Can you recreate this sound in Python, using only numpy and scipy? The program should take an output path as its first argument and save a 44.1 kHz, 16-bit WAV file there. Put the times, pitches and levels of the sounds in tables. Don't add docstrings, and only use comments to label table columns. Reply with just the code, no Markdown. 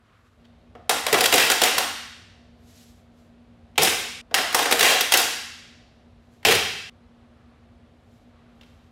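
import sys
import numpy as np
from scipy import signal
from scipy.fft import rfft, irfft, next_fast_len
from scipy.io import wavfile
from scipy.ndimage import uniform_filter1d, minimum_filter1d, map_coordinates

SR = 44100
rng = np.random.default_rng(int(sys.argv[2]) if len(sys.argv) > 2 else 0)


def transcribe(signal):
    frames = np.atleast_2d(signal).T
    limited = np.clip(frames, -1, 1)
    pcm = np.round(limited * 32767).astype(np.int16)
    wavfile.write(sys.argv[1], SR, pcm)


N = 392931
AGE = np.arange(SR) / SR
CLOCK = np.arange(N) / SR
MODE_COUNT = 520
SHEET = rng.standard_normal(MODE_COUNT)
SPLICE_TIMES = [.37, 4.214, 6.897]


def amp(db):
    return 10 ** (np.asarray(db) / 20)


def unit(x):
    return x / np.sqrt(np.mean(x ** 2) + 1e-20)


def along(points, hz):
    f, values = np.transpose(points)
    return np.interp(np.log(hz + 1), np.log(f), values)


def noise(gain, size):
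    m = next_fast_len(size)
    spectrum = rfft(rng.standard_normal(m)) * gain(np.fft.rfftfreq(m, 1 / SR))
    return unit(irfft(spectrum, m)[:size])


def fade(t, t60):
    return amp(-60 * t / t60)


def wobble(rate):
    knots = rng.standard_normal(int(N * rate / SR) + 4)
    return map_coordinates(knots, [CLOCK * rate], order=2)


def add(track, s, sound):
    start = round(s * SR)
    cuts = [round(c * SR) for c in SPLICE_TIMES if c > s]
    stop = min(cuts + [N, start + len(sound)])
    track[start:stop] += sound[:stop - start]


def ripple(strengths, hz):
    return np.interp(hz, np.linspace(0, SR / 2, len(strengths)), strengths)


def burst(colour, envelope, wet_db, build_s=0.0017, lead=0):
    # f/Hz, t60/s
    room_decay = [(100, 0.99), (300, 0.61), (700, 0.56), (1800, 1.0), (4800, 0.98), (8000, 0.75),
                  (14000, 0.5)]
    # f/Hz, relative level/dB
    wall_strength = [(700, 2.5), (2500, -2.5), (6000, -0.5), (14000, -1.5)]
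    spot = rng.standard_normal(MODE_COUNT // 3)
    gain = lambda hz: colour(hz) * amp(1.3 * ripple(SHEET, hz) + 2.5 * ripple(spot, hz))

    hz, t, z = signal.stft(noise(gain, SR), SR, nperseg=256)
    z = z * amp(along(wall_strength, hz))[:, None] * fade(t, along(room_decay, hz)[:, None])
    tail = signal.istft(z, SR, nperseg=256)[1][:SR] * (1 - np.exp(-(AGE / build_s) ** 2))

    wet_gain = amp(wet_db) * np.linalg.norm(envelope) / np.linalg.norm(tail)
    sound = wet_gain * np.pad(tail, (lead, 0))
    sound[:len(envelope)] += noise(gain, len(envelope)) * envelope
    return sound


def background(air_db=-54.5, opening_db=-6, hiss_db=-83, later_db=-3):
    # f/Hz, rms level before wavering and easing/dB
    hum_partials = [(59.2, -70.5), (177.6, -70.5), (236.9, -58), (296.1, -77)]
    # f/Hz, relative level per Hz/dB
    air_spectrum = [(13, -51.5), (22, -28.5), (52, -3.5), (89, 1), (139, -9), (173, -10), (210, -16),
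                    (241, 0.5), (268, -15.5), (742, -15.5), (829, -21.5), (1560, -27), (4000, -33.5),
                    (5000, -40), (8000, -51), (15700, -72)]
    running = np.clip((CLOCK - SPLICE_TIMES[0]) / 0.018, 0, 1)
    hum = np.zeros(N)
    for hz, db in hum_partials:
        level = amp(db + 0.73 * wobble(43)) * np.sqrt(2)
        hum += level * np.sin(2 * np.pi * hz * CLOCK + 0.29 * wobble(3.1))
    easing = amp(later_db * np.clip(CLOCK - SPLICE_TIMES[1], 0, 1))
    air = noise(lambda hz: amp(along(air_spectrum, hz)), N) * amp(air_db + opening_db * (1 - running))
    hiss = amp(hiss_db) * noise(lambda hz: 1 / (1 + (hz / 12000) ** 12), N)
    return hum * running * easing + air + hiss


def rub(swells, rest_db, spectrum, uneven_db=1.6):
    level = amp(rest_db)
    for s, db, half_s in swells:
        level = level + amp(db) * np.exp(-((CLOCK - s) / half_s) ** 2)
    return level * amp(uneven_db * wobble(30)) * noise(lambda hz: amp(along(spectrum, hz)), N)


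def handling():
    # peak t/s, level/dB, half length/s
    hand_swells = [(.1, -67, .075), (.22, -69.5, 0.19), (7.45, -71, 0.42), (8.45, -67.5, 0.19),
                   (8.8, -72.5, .2)]
    cloth_swells = [(.25, -82, 0.23), (2.75, -69, 0.041), (2.82, -58.5, 0.14), (3.22, -71.5, 0.063),
                    (6.37, -74.5, .1), (8.15, -77, .12), (8.72, -75, .15)]
    # f/Hz, relative level per Hz/dB
    hand_spectrum = [(300, -18), (850, -11), (1130, 4), (1500, -1.5), (4000, -14.5), (8000, -34),
                     (15000, -46.5)]
    cloth_spectrum = [(500, -18.5), (1500, -4), (4000, 1), (7500, -1), (9300, -9.5), (11800, -3),
                      (14000, -17)]
    return rub(hand_swells, -82, hand_spectrum) + rub(cloth_swells, -90, cloth_spectrum)


def thuds(t60=0.17, wet_db=-2, gain_db=5):
    # t/s, relative level/dB
    jolts = [(1.123, -24.5), (1.337, -28.5), (1.786, -46), (3.789, -25), (3.83, -29.5), (4.799, -31),
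             (6.465, -19.5), (6.491, -24), (6.535, -28)]
    # f/Hz, width/octaves, relative level/dB
    frame_modes = [(99, 0.27, -5.5), (176, 0.34, -7), (425, 0.19, 3.5)]
    track, t = np.zeros(N), AGE[:SR // 2]
    push = fade(t, t60) * (1 - np.exp(-t / 0.013))

    def frame_gain(hz):
        return sum(amp(db) / (1 + (np.log2((hz + 1) / centre) / octaves) ** 4)
                   for centre, octaves, db in frame_modes)

    for s, db in jolts:
        add(track, s, burst(frame_gain, amp(db + gain_db) * push, wet_db))
    return track


def beam_gain(hz, lowest_hz=130, highest_hz=2000):
    # f/Hz, width/Hz, relative level/dB
    beam_modes = [(252, 43, -16), (387, 190, -8.5), (467, 16, 1), (515, 90, -2.5), (716, 60, 0),
                  (736, 76, -6.5)]
    power = sum(np.abs(amp(db) * hz * w / (c * c - hz * hz + 1j * hz * w)) ** 2 for c, w, db in beam_modes)
    return np.sqrt(power) * hz ** 2 / (hz ** 2 + lowest_hz ** 2) / (1 + (hz / highest_hz) ** 2)


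def panel_gain(hz, treble_db, focus_hz, focus_db=4, focus_octaves=0.66):
    # f/Hz, relative level per Hz/dB
    panel_colour = [(470, -27.5), (760, 0), (941, -6.5), (1570, -4), (1960, -4.5), (2420, -3), (2640, -1),
                    (2890, -3.5), (12200, -12), (15700, -16)]
    # f/Hz, width/Hz, prominence/dB
    panel_modes = [(1093, 15, 7.5), (1510, 17, -0.5), (1896, 16, 6), (2665, 16, 3), (3220, 180, 3.5),
                   (3652, 60, 3.5), (4030, 67, 2), (4680, 90, 2.5), (5370, 57, 5), (8500, 80, 1.5),
                   (8932, 30, 2), (9700, 20, 3), (11292, 110, 6)]
    octaves = np.log2((hz + 1) / focus_hz)
    hardness = along([(3000, 0.21), (10000, 0.97)], hz) * (treble_db + 12)
    modes = sum(db / (1 + (2 * (hz - c) / w) ** 2) for c, w, db in panel_modes)
    focus = focus_db * np.exp(-(octaves / focus_octaves) ** 2)
    return amp(along(panel_colour, hz) + modes + hardness + focus)


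def chatter(rate=450, wet_db=-1, treble_db=-12, beam_db=-9):
    # t/s, relative level/dB, time to the peak/s
    shudders = [(1.365, -12.5, 0.032), (1.625, -17.5, 0.031), (4.825, -11, 0.038), (5.17, -19, 0.016)]
    track, t = np.zeros(N), AGE[:SR // 2]
    for s, db, peak_s in shudders:
        contacts = (rng.random(len(t)) < rate / SR) * rng.exponential(size=len(t))
        energy = signal.fftconvolve(contacts, fade(t, 0.09))[:len(t)]
        swarm = unit(np.sqrt(np.abs(energy)))
        envelope = amp(db - 5) * swarm * t / peak_s * np.exp(1 - t / peak_s)
        colour = lambda hz: panel_gain(hz, treble_db, focus_hz=2070)
        add(track, s, burst(colour, envelope, wet_db, 2 * peak_s))
        add(track, s, burst(beam_gain, amp(beam_db) * envelope, wet_db, 2 * peak_s))
    return track


def ringing(ring_db, focus_hz, focus_db, focus_octaves=.3):
    # f/Hz, relative level/dB, t60/s
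    leg_modes = [(1100, -2, 0.84), (1980, -2, .75), (2740, -1, 0.5), (2821, -2.5, .8), (3340, -3.5, .7),
                 (4800, -2, 0.65), (5033, -3, 0.6), (8350, -6, .5)]
    t = AGE[:SR * 3 // 4]
    ring = np.zeros(len(t))
    for hz, db, t60 in leg_modes:
        favour_db = focus_db * np.exp(-(np.log2(hz / focus_hz) / focus_octaves) ** 2)
        level = amp(db + favour_db + rng.normal(0, 2.7))
        detune = rng.normal(1, 0.0024)
        ring += level * fade(t, t60) * np.sin(2 * np.pi * hz * detune * t)
    return amp(ring_db) * ring


def blows(clack_db=-7.5, knock_gain_db=-4.0, buzz_s=0.0077, knock_t60=0.12):
    # t/s, relative level/dB, contact
    strikes = [(0.451, -48, "hand"), (0.751, -39, "release"), (0.894, -5.5, "latch"), (0.9096, -13, "stop"),
               (1.065, -11, "hinge"), (1.082, -16, "stop"), (1.1274, -5.5, "hinge"), (1.1424, -6.5, "stop"),
               (1.1863, -13, "hinge"), (1.2073, -5.5, "hinge"), (1.24, -7, "brace"), (1.257, -4, "brace"),
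               (1.325, -5.5, "hinge"), (1.339, -2.5, "hinge"), (1.3571, -9, "brace"),
               (1.3794, -6.5, "panel"), (1.5, -5, "latch"), (1.5166, -5.5, "brace"), (1.6169, -5, "hinge"),
               (1.6356, -3.5, "brace"), (1.7811, -5.5, "latch"), (3.757, -40.5, "foot"),
               (3.7786, -5, "foot"), (3.8208, -8, "hinge"), (3.8318, -7, "lock"), (3.8484, -9.5, "hinge"),
               (3.8728, -9.5, "foot"), (4.311, -35, "release"), (4.3422, -2, "panel"),
               (4.3839, -13.5, "stop"), (4.527, -19, "latch"), (4.546, -3.5, "latch"),
               (4.5907, -9.5, "stop"), (4.6264, -16, "brace"), (4.656, -12, "stop"), (4.7113, -8, "hinge"),
               (4.7236, -4.5, "hinge"), (4.7931, -7.5, "brace"), (4.808, -4.5, "panel"),
               (4.8281, -3, "panel"), (5.008, -5.5, "brace"), (5.1209, -3, "brace"), (5.1378, -1, "brace"),
               (5.152, -14.5, "stop"), (5.172, -8.5, "lock"), (6.429, -39, "panel"), (6.4498, -3.5, "foot"),
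               (6.4674, -7.5, "foot"), (6.485, -7.5, "foot"), (6.5106, -7.5, "hinge"), (6.521, -7, "panel"),
               (6.551, -12, "brace"), (8.611, -41.5, "hand"), (8.632, -44, "hand")]
    contact_colours = {"latch": (-14, -11, 1120, 5, 0.5), "stop": (-7.5, -18.5, 1349, 5.5, 3),
                       "hinge": (-9, -11.5, 2399, 2, -1.5), "brace": (-19, -7.5, 2998, 3, -2.5),
                       "panel": (-18.5, -16, 1901.5, 2.5, 0), "foot": (-12.5, -15.5, 2747.5, 5.5, 3.5),
                       "lock": (-22, 7, 4748.5, 6.5, 3), "hand": (-15, -17, 3601, 5.5, -2.5),
                       "release": (3, -26.5, 1300, 9, 1)}
    firm_db, softening = -15.5, 0.41
    graze_s, graze_db, shake_t60 = 0.0065, -9, .7
    track, t = np.zeros(N), AGE[:SR // 4]
    snap = 1 - np.exp(-t / .0003)
    clack = snap * (np.exp(-(t / buzz_s) ** 2) + amp(-23.5) * fade(t, 0.064))
    knock = fade(t, knock_t60) * (1 - np.exp(-t / 0.0029))
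    graze = amp(graze_db) * np.ones(round(graze_s * SR))
    edge_gain = lambda hz: amp(along([(1500, -22.5), (6000, 1.5), (13000, -1.0)], hz))

    for (s, db, contact), (last_s, last_db, _) in zip(strikes, strikes[:1] + strikes):
        knock_db, treble_db, focus_hz, focus_db, room_db = contact_colours[contact]
        treble_db = treble_db + softening * min(db - firm_db, 0)
        shaking = amp(last_db) * fade(s - last_s, shake_t60) * graze
        buzz = amp(clack_db) * np.concatenate([shaking, amp(db) * clack])
        colour = lambda hz: panel_gain(hz, treble_db, focus_hz, focus_db)
        add(track, s - graze_s, burst(colour, buzz, room_db, lead=len(graze)))
        add(track, s, burst(beam_gain, amp(db + knock_db + knock_gain_db) * knock, room_db))
        crack = noise(edge_gain, len(t)) * snap * fade(t, 0.0089)
        add(track, s, amp(db + clack_db + treble_db + 0.5) * crack)
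        add(track, s, amp(db + clack_db) * ringing(-38.0, focus_hz, focus_db))
    return track


def scene():
    mono = background() + handling() + thuds() + chatter() + blows()
    return np.tile(mono, (2, 1))


def record(dry, hold_s=0.0006, ceiling=.67, top_hz=15800):
    span = max(int(hold_s * SR), 8)
    needed = np.minimum(1, ceiling / (np.abs(dry) + 1e-9))
    limited = dry * uniform_filter1d(minimum_filter1d(needed, span), span)
    low_pass = signal.firwin(255, top_hz, window="blackman", fs=SR)
    return signal.fftconvolve(limited, low_pass[None], mode="same", axes=1)


dry = scene()
out = record(dry)
transcribe(out)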